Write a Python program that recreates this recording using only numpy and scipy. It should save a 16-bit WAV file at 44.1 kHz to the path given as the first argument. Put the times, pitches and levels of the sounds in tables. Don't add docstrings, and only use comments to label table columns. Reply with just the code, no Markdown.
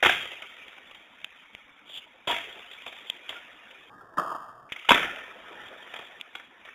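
import sys
import numpy as np
from scipy import signal
from scipy.io import wavfile
from scipy.ndimage import uniform_filter1d, map_coordinates

SR = 44100
rng = np.random.default_rng(int(sys.argv[2]) if len(sys.argv) > 2 else 0)


def materialize(psi):
    bounded = np.clip(np.atleast_2d(psi).T, -1, 1)
    quanta = np.round(bounded * 32767).astype(np.int16)
    wavfile.write(sys.argv[1], SR, quanta)


def gain_from_decibels(decibels):
    exponent = np.asarray(decibels, float) / 20
    return 10 ** exponent


N = 297234


def evened(x):
    return x / np.sqrt(np.mean(x ** 2) + 1e-20)


def read(points, hz):
    f, value = np.transpose(points)
    return np.interp(np.log(hz + 1), np.log(f + 1), value)


# (start [s], end [s])
SLOW_S = (3.898, 4.692)


def live(s):
    return s - (np.clip(s, *SLOW_S) - SLOW_S[0]) / 2


def curve(rows):
    s, *columns = np.transpose(rows)
    now_s = np.arange(N) / SR
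    return np.array([np.interp(now_s, live(s), c) for c in columns])


def colour(x, points):
    hz, db = np.transpose(points)
    gains = [*gain_from_decibels(db), 0 * db[0]]
    taps = signal.firwin2(1023, [*hz, SR / 2], gains, fs=SR, window=("kaiser", 7))
    return signal.oaconvolve(x, taps, "same")


def patchy(spectrum, patchy_db):
    frames, hz = N // 256 + 5, np.fft.rfftfreq(1024, 1 / SR)
    a, b, patches = rng.standard_normal((frames, 513, 3)).T
    patches = uniform_filter1d(patches, size=6, axis=0)
    patches = evened(uniform_filter1d(patches, size=5, axis=1))
    level_db = read(spectrum, hz)[:, None] + patchy_db * np.clip(patches, -3.0, 1.6)
    z = (a + 1j * b) * gain_from_decibels(level_db)
    return evened(signal.istft(z, nperseg=1024, noverlap=768)[1][:N])


def ring(x, modes):
    out = np.zeros(x.shape)
    for k, (hz, width_hz, db) in enumerate(modes):
        r = np.exp(-np.pi * width_hz / SR)
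        poles = [1, -2 * r * np.cos(2 * np.pi * hz / SR), r * r]
        out += (-1) ** k * gain_from_decibels(db) * signal.lfilter([1 - r, 0, r - 1], poles, x)
    return out


# (frequency [Hz], width [Hz], level [dB])
TRUCK_MODES = [(2080, 144, -1.75), (2254, 105, 0.4), (2484, 270, -1.7)]
AXLE_MODES = [(2740, 400, -13), (3294, 165, 0), (3410, 69, 2.5), (3706, 450, -2)]
DECK_MODES = [(59, 88, -14), (204, 65, -8), (265, 66, -3), (362, 116, -0.5), (533.4, 72, -3.5)]
PLANK_MODES = [(640, 200, -1.5), (910, 116, 1), (950, 62, 3), (1163, 105, -3)]
NOSE_MODES = [(1274, 86, -1), (1475, 144, -1.25), (1610, 79, 0.3), (1790, 153, 0.45)]


def shake_board(forces):
    board = (TRUCK_MODES, AXLE_MODES, DECK_MODES, PLANK_MODES, NOSE_MODES)
    return [ring(force, modes) for force, modes in zip(forces, board)]


# (struck [dB], rolling [dB], share of wood [dB/dB], share of steel [dB/dB])
PARTS = [
    (0, 0, 0.028, -0.067),
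    (-3, 1, 0.21, 1),
    (-17, -12, 0.87, -0.24),
    (-6.5, -6, 0.71, -0.44),
    (-5.5, -1, 0.58, -0.88),
]


def parts_db(column, level_db, wood_db, steel_db):
    return np.array([level_db + p[column] + p[2] * wood_db + p[3] * steel_db for p in PARTS])


# (frequency [Hz], density [dB per Hz])
AIR = [(12, -53), (20, -9.5), (135, -16), (280, -1), (408, -23), (906, -5), (1970, -8), (2250, 3.5),
       (2810, -9.5), (3430, -4.5), (4000, -4), (5200, -55.5), (8800, -120)]


def air():
    return gain_from_decibels(-57) * patchy(AIR, patchy_db=5.0)


# (frequency [Hz], t60 [s])
YARD = [(150, 0.65), (500, 0.18), (1200, 0.28), (2500, 0.53), (4000, 0.42)]


def yard(x):
    taps = np.zeros(SR)
    at = np.arange(300, SR - 20, 20)
    taps[at + rng.integers(0, 20, len(at))] = rng.choice([-1., 1.], len(at))
    hz, t, z = signal.stft(taps, SR, nperseg=256)
    decay = gain_from_decibels(-60 * t / read(YARD, hz)[:, None])
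    tail = signal.istft(z * decay, SR, nperseg=256)[1]
    return signal.fftconvolve(x, tail / np.linalg.norm(tail))[:N]


# (time [s], peak [dB], pitch [Hz], t60 [s], diaphragm push [dB])
TICKS = [
    (1.2443, -16.5, 2700, 0.01, -39),
    (1.55, -22.5, 2060, 0.0031, -5.5),
    (3.099, -11, 3140, 0.01, -17),
    (4.721, -18, 2400, 0.061, -4),
    (6.199, -34.5, 2800, .08, -34),
    (6.2115, -16, 2800, 0.0079, -39),
]


def ticks():
    out, t = np.zeros(N + 2048), np.arange(2048) / SR
    for (s, peak_db, hz, t60_s, push_db), hiss in zip(TICKS, rng.standard_normal((len(TICKS), 2048))):
        snap = hiss * gain_from_decibels(-60 * t / np.clip(t60_s, .002, .08)) * np.minimum(t / 0.0003, 1)
        for _ in range(3):
            snap = ring(snap, [(hz, 3040, 0)])
        push = t / 0.00014 * np.exp(1 - t / 0.000093)
        at = round(live(s) * SR)
        out[at:at + 2048] += gain_from_decibels(peak_db) * (snap / abs(snap).max() + gain_from_decibels(push_db) * push)
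    return out[:N]


# (time [s], level [dB], resonance [Hz])
SCUFF = [
    (1.85, -72, 3260),
    (1.886, -49, 3520),
    (1.98, -33.5, 3440),
    (2.004, -54, 3120),
    (2.03, -49, 2900),
    (2.06, -60, 3010),
]


def scuff():
    level_db, hz = curve(SCUFF)
    t = np.arange(N) / SR
    wander = evened(uniform_filter1d(rng.standard_normal(N), size=300))
    slip_phase = np.cumsum(240 * (1 + .4 * wander)) / SR % 1
    grit = rng.standard_normal(N) * (1.4 + np.exp(-slip_phase / 0.34))
    turn = np.exp(2j * np.pi * np.cumsum(hz) / SR)
    r = np.exp(-np.pi * 900 / SR)
    hiss = (turn * signal.lfilter([1], np.poly([r, r]), grit / turn)).real
    return gain_from_decibels(level_db) * evened(hiss) * (t > SCUFF[0][0]) * (t < SCUFF[-1][0])


# (time [s], hum [dB], wood [dB], steel [dB])
ROLL = [(.35, -55.5, -8, -5), (.6, -51.5, -4, 0.5), (1, -63, 6.5, 1), (1.4, -57.5, -8, -0.5),
        (1.83, -68.5, 4, -4), (1.85, -72, 21, 8), (2.2, -65.5, 5.5, -1), (2.7, -52, -10.5, -1),
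        (3.05, -53, 1.5, 4), (3.5, -54.5, -1.5, -2), (3.88, -63, 11, 2.5), (4.1, -60.5, 3.5, 1.5),
        (4.69, -58.5, -6.5, -7), (4.88, -47.5, -7.5, -1), (5.35, -59, 11, -0.5), (5.6, -55.5, 13.5, 0.5),
        (6.04, -53, 2, -0.5), (6.4, -67.5, 12, 0)]
# (time [s], level [dB], settling [dB per s], wood [dB], steel [dB])
SHUDDERS = [
    (.05, -31.5, 59, -1.5, 2),
    (2.36, -45, 38, 4, 2.5),
    (4.24, -46, 126, -16, -8),
    (4.92, -32.5, 58, -2, -8),
    (6.64, -51, 22, -6.5, -8.5),
]


def wheels():
    gains = gain_from_decibels(parts_db(1, *curve(ROLL)))
    for s, db, settle_db_per_s, wood_db, steel_db in SHUDDERS:
        since_s = np.maximum(np.arange(N) / SR - live(s), 0)
        rise = np.minimum(since_s / 0.0334, 1)
        shudder = rise * gain_from_decibels(parts_db(1, db - settle_db_per_s * since_s, wood_db, steel_db))
        gains = np.hypot(gains, shudder)
    bumps_per_s = 2500
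    bumps = gain_from_decibels(4.2 * np.minimum(rng.exponential(1, N), 4)) * (rng.random(N) < bumps_per_s / SR)
    road = evened(bumps * rng.standard_normal(N))
    road = road + 1.22 * patchy([(20, 0), (20000, 0.0059)], patchy_db=8.5)
    return sum(g * evened(part) for g, part in zip(gains, shake_board([road] * 5)))


# (time [s], peak [dB], real pitch
# [Hz], t60 [s])
KNOCKS = [(0.049, -4.5, 1450, 0.013), (.058, -8.5, 727, 0.009), (0.094, -4, 1600, 0.015),
          (.096, -15, 730, 0.028), (.034, -18.5, 580, .04), (2.299, -21, 950, 0.087),
          (2.29, -24.5, 676, .06), (4.91, -14, 560, 0.034), (3.355, -39.5, 1410, 0.17),
          (3.589, -46.5, 2500, .12), (3.745, -44, 2430, 0.1), (3.93, -46.5, 2480, 0.13),
          (4.008, -39.5, 2700, 0.039), (4.185, -23.5, 1230, 0.015), (4.188, -34, 680, 0.0096),
          (4.185, -33.5, 345, 0.037), (2.275, -27, 1000, .05), (2.36, -37, 680, .18),
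          (4.848, -36, 1290, 0.045), (4.892, -6, 920, 0.02), (4.907, -4, 970, 0.022),
          (4.9165, -4, 1150, .012), (4.917, -3.5, 1570, 0.014), (4.908, -7, 1540, 0.015),
          (4.914, -15, 265, 0.062), (6.352, -26, 1460, 0.018)]


def knocks():
    out, t = np.zeros(N + 8192), np.arange(8192) / SR
    for s, peak_db, hz, t60_s in KNOCKS:
        at = round(live(s) * SR)
        fade = gain_from_decibels(peak_db - 60 * t / t60_s) * (1 - np.exp(-t / 0.00056))
        out[at:at + 8192] += fade * np.sin(2 * np.pi * hz * t)
    return out[:N]


# (time [s], truck clank peak [dB], wood [dB], steel [dB])
FIRST_LANDING = [
    (.026, -13, 7.5, -3.5),
    (.0318, -14, 2, 4),
    (.0371, -18, 9, 0),
    (.0488, -12, -3.5, -2),
    (.0582, -12.5, 15, 1.5),
    (.0647, -12, -11.5, 3.5),
    (.0878, -22.5, -2.5, 8.5),
    (.0953, -12.5, -13, 7),
    (.1072, -22, -2, 9),
    (.1211, -14, -20, 3.5),
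]
SOFT_LANDING = [(2.2725, -28, 15.5, 7.5), (2.2762, -27, 12, 9), (2.2862, -28, 11, 5), (2.294, -30, 5, 12),
                (2.3023, -27.5, 11.5, -0.5), (2.31, -26.5, 12.5, 10.5), (2.3178, -29, 9, -5),
                (2.326, -25, 6.5, 3), (2.3411, -22, -13, -5), (2.3614, -26, -2, 0.5), (2.3804, -28, -5, 0)]
HARD_LANDING = [(4.888, -12, 1, -1), (4.8916, -9.5, -8, 11), (4.9052, -10, 10.5, 6.5),
                (4.9163, -9, 7.5, -3), (4.9287, -17, -13, 12), (4.9431, -12.5, 2, 8),
                (4.955, -20.5, 4, -10.5), (4.9751, -19, 0, -10.5), (5.0179, -28, -8, -13),
                (5.0285, -22.5, 2.5, -6), (5.0451, -24, 7, 6), (5.1589, -33, -5, 5)]
SLOW_POP = [(3.935, -46, -11, 9), (4.0088, -46, -8.5, -5), (4.0214, -46, -11, -10), (4.171, -20, -6, -0.5),
            (4.1809, -18, -4.5, 2), (4.1939, -15.5, -18, -5), (4.2149, -23, -17, -12),
            (4.2449, -28, -11, -7.5), (4.268, -25.5, -24, -17), (4.2876, -30.5, -16, -4),
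            (4.2999, -27.5, -14, -6), (4.3139, -25, -19.5, -16), (4.3252, -31.5, -20, -6),
            (4.347, -24, -15, -11), (4.4817, -36, -15, -8)]
JOINT_CLACKS = [(.3141, -34.5, 9, 4), (0.42, -28.5, -8, 1), (.579, -43, -12, 10), (.678, -38, -10, 8),
                (0.7777, -40, 2, -2), (.91, -38, 7, 5.5), (0.9458, -38, -1, 7.5), (1.2112, -42, -1, 1),
                (1.8919, -45, 18, 12.5), (2.712, -33, -27, 9), (2.7289, -41, -3, 16.5),
                (2.8629, -31, 7, 1.5), (2.8764, -34, 9.5, 6), (2.9247, -35.5, 3.5, 4),
                (3.292, -31.5, 4.5, 12), (3.3021, -33.5, 7, 3.5), (3.3233, -39.5, 11, -7),
                (3.363, -36, -5, 1), (3.709, -36.5, -18, 7), (4.7597, -28.5, -11, -1),
                (4.789, -32, -17, 5.5), (5.6792, -39.5, -5, 9), (5.8591, -43, -6, -3), (5.9379, -30, 0, -4),
                (5.9597, -31.5, 3, 0.5), (5.9885, -39, 20, 6.5), (6.0203, -41, 12, 1),
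                (6.3506, -34.5, 13, 10.5), (6.3942, -41.5, 1, -11), (6.6505, -35.5, -3, 5)]
RATTLE_T60_S = [
    0.03,
    0.049,
    0.025,
    0.022,
    0.035,
]


def blows():
    tables = [FIRST_LANDING, SOFT_LANDING, HARD_LANDING, SLOW_POP, JOINT_CLACKS]
    rows = [(*row, t60_s) for table, t60_s in zip(tables, RATTLE_T60_S) for row in table]
    t, drive = np.arange(4096) / SR, np.zeros((5, N + 4096))
    unit = [np.abs(part).mean() for part in shake_board(rng.standard_normal((5, SR)))]
    noises = rng.standard_normal((len(rows), 6, 4096))
    for (s, peak_db, wood_db, steel_db, t60_s), (shared, *own) in zip(rows, noises):
        rise_s = 0.00079 + 0.00029 * max(-32.5 - peak_db, 0)
        fade = gain_from_decibels(-60 * t / t60_s) * np.minimum(t / rise_s, 1)
        rattle = (0.69 * shared + 0.91 * np.array(own)) * fade
        at = round(live(s) * SR)
        gains = gain_from_decibels(parts_db(0, peak_db - 5.5, wood_db, steel_db))
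        drive[:, at:at + 4096] += gains[:, None] * rattle
    return sum(part / u for part, u in zip(shake_board(drive[:, :N]), unit))


def scene():
    board = blows() + knocks()
    echoes = gain_from_decibels(-7.5) * yard(board)
    return (board + echoes + wheels() + scuff() + ticks() + air())[None]


# (frequency [Hz], gain [dB])
BAND = [(0, 1), (3450, -0.5), (3700, -10.5), (3950, -21), (4080, -55), (4300, -93)]


def camera(x):
    narrow = colour(x, BAND)
    stored_hz = 48000
    t = live(np.arange(N) / SR)
    slip_s = (.5 - (t * (stored_hz - SR)) % 1) / stored_hz
    return map_coordinates(narrow, [(t + slip_s) * SR], order=3)


# (frequency [Hz], gain [dB])
TREBLE_LOSS = [(0, -0.5), (3900, -.5), (4060, -3.5), (4120, -16.5), (4280, -13), (4380, 0), (15500, 0.5),
               (15800, -68)]


def starve(x):
    hz, _, z = signal.stft(colour(x, TREBLE_LOSS), SR, nperseg=2048, noverlap=1536)
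    power = uniform_filter1d(abs(z[:1020]) ** 2, size=7, axis=1)
    band_db = 10 * np.log10(power.reshape(85, 12, -1).mean(1) + 1e-16)
    masker_db = 10 * np.log10(power[93:186].sum(0) + 1e-16)
    centre_hz = hz[6:1020:12]
    margin_db = band_db - .68 * masker_db + 2.5 * np.log2(centre_hz)[:, None]
    high = centre_hz > 4100
    dropped_share = .11
    floor_db = np.quantile(margin_db[high & (centre_hz < 15000)], dropped_share)
    keep = ~high[:, None] | (margin_db > floor_db)
    bins = np.repeat(keep, 12, axis=0)[np.minimum(np.arange(1025), 1019)]
    return signal.istft(z * bins, SR, nperseg=2048, noverlap=1536)[1][:N]


def band_limit(x):
    return signal.sosfilt(signal.butter(12, 16180, fs=SR, output="sos"), x)


def record(dry):
    mix = starve(camera(dry[0]))[None]
    return band_limit(mix)


dry = scene()
out = record(dry)
materialize(out)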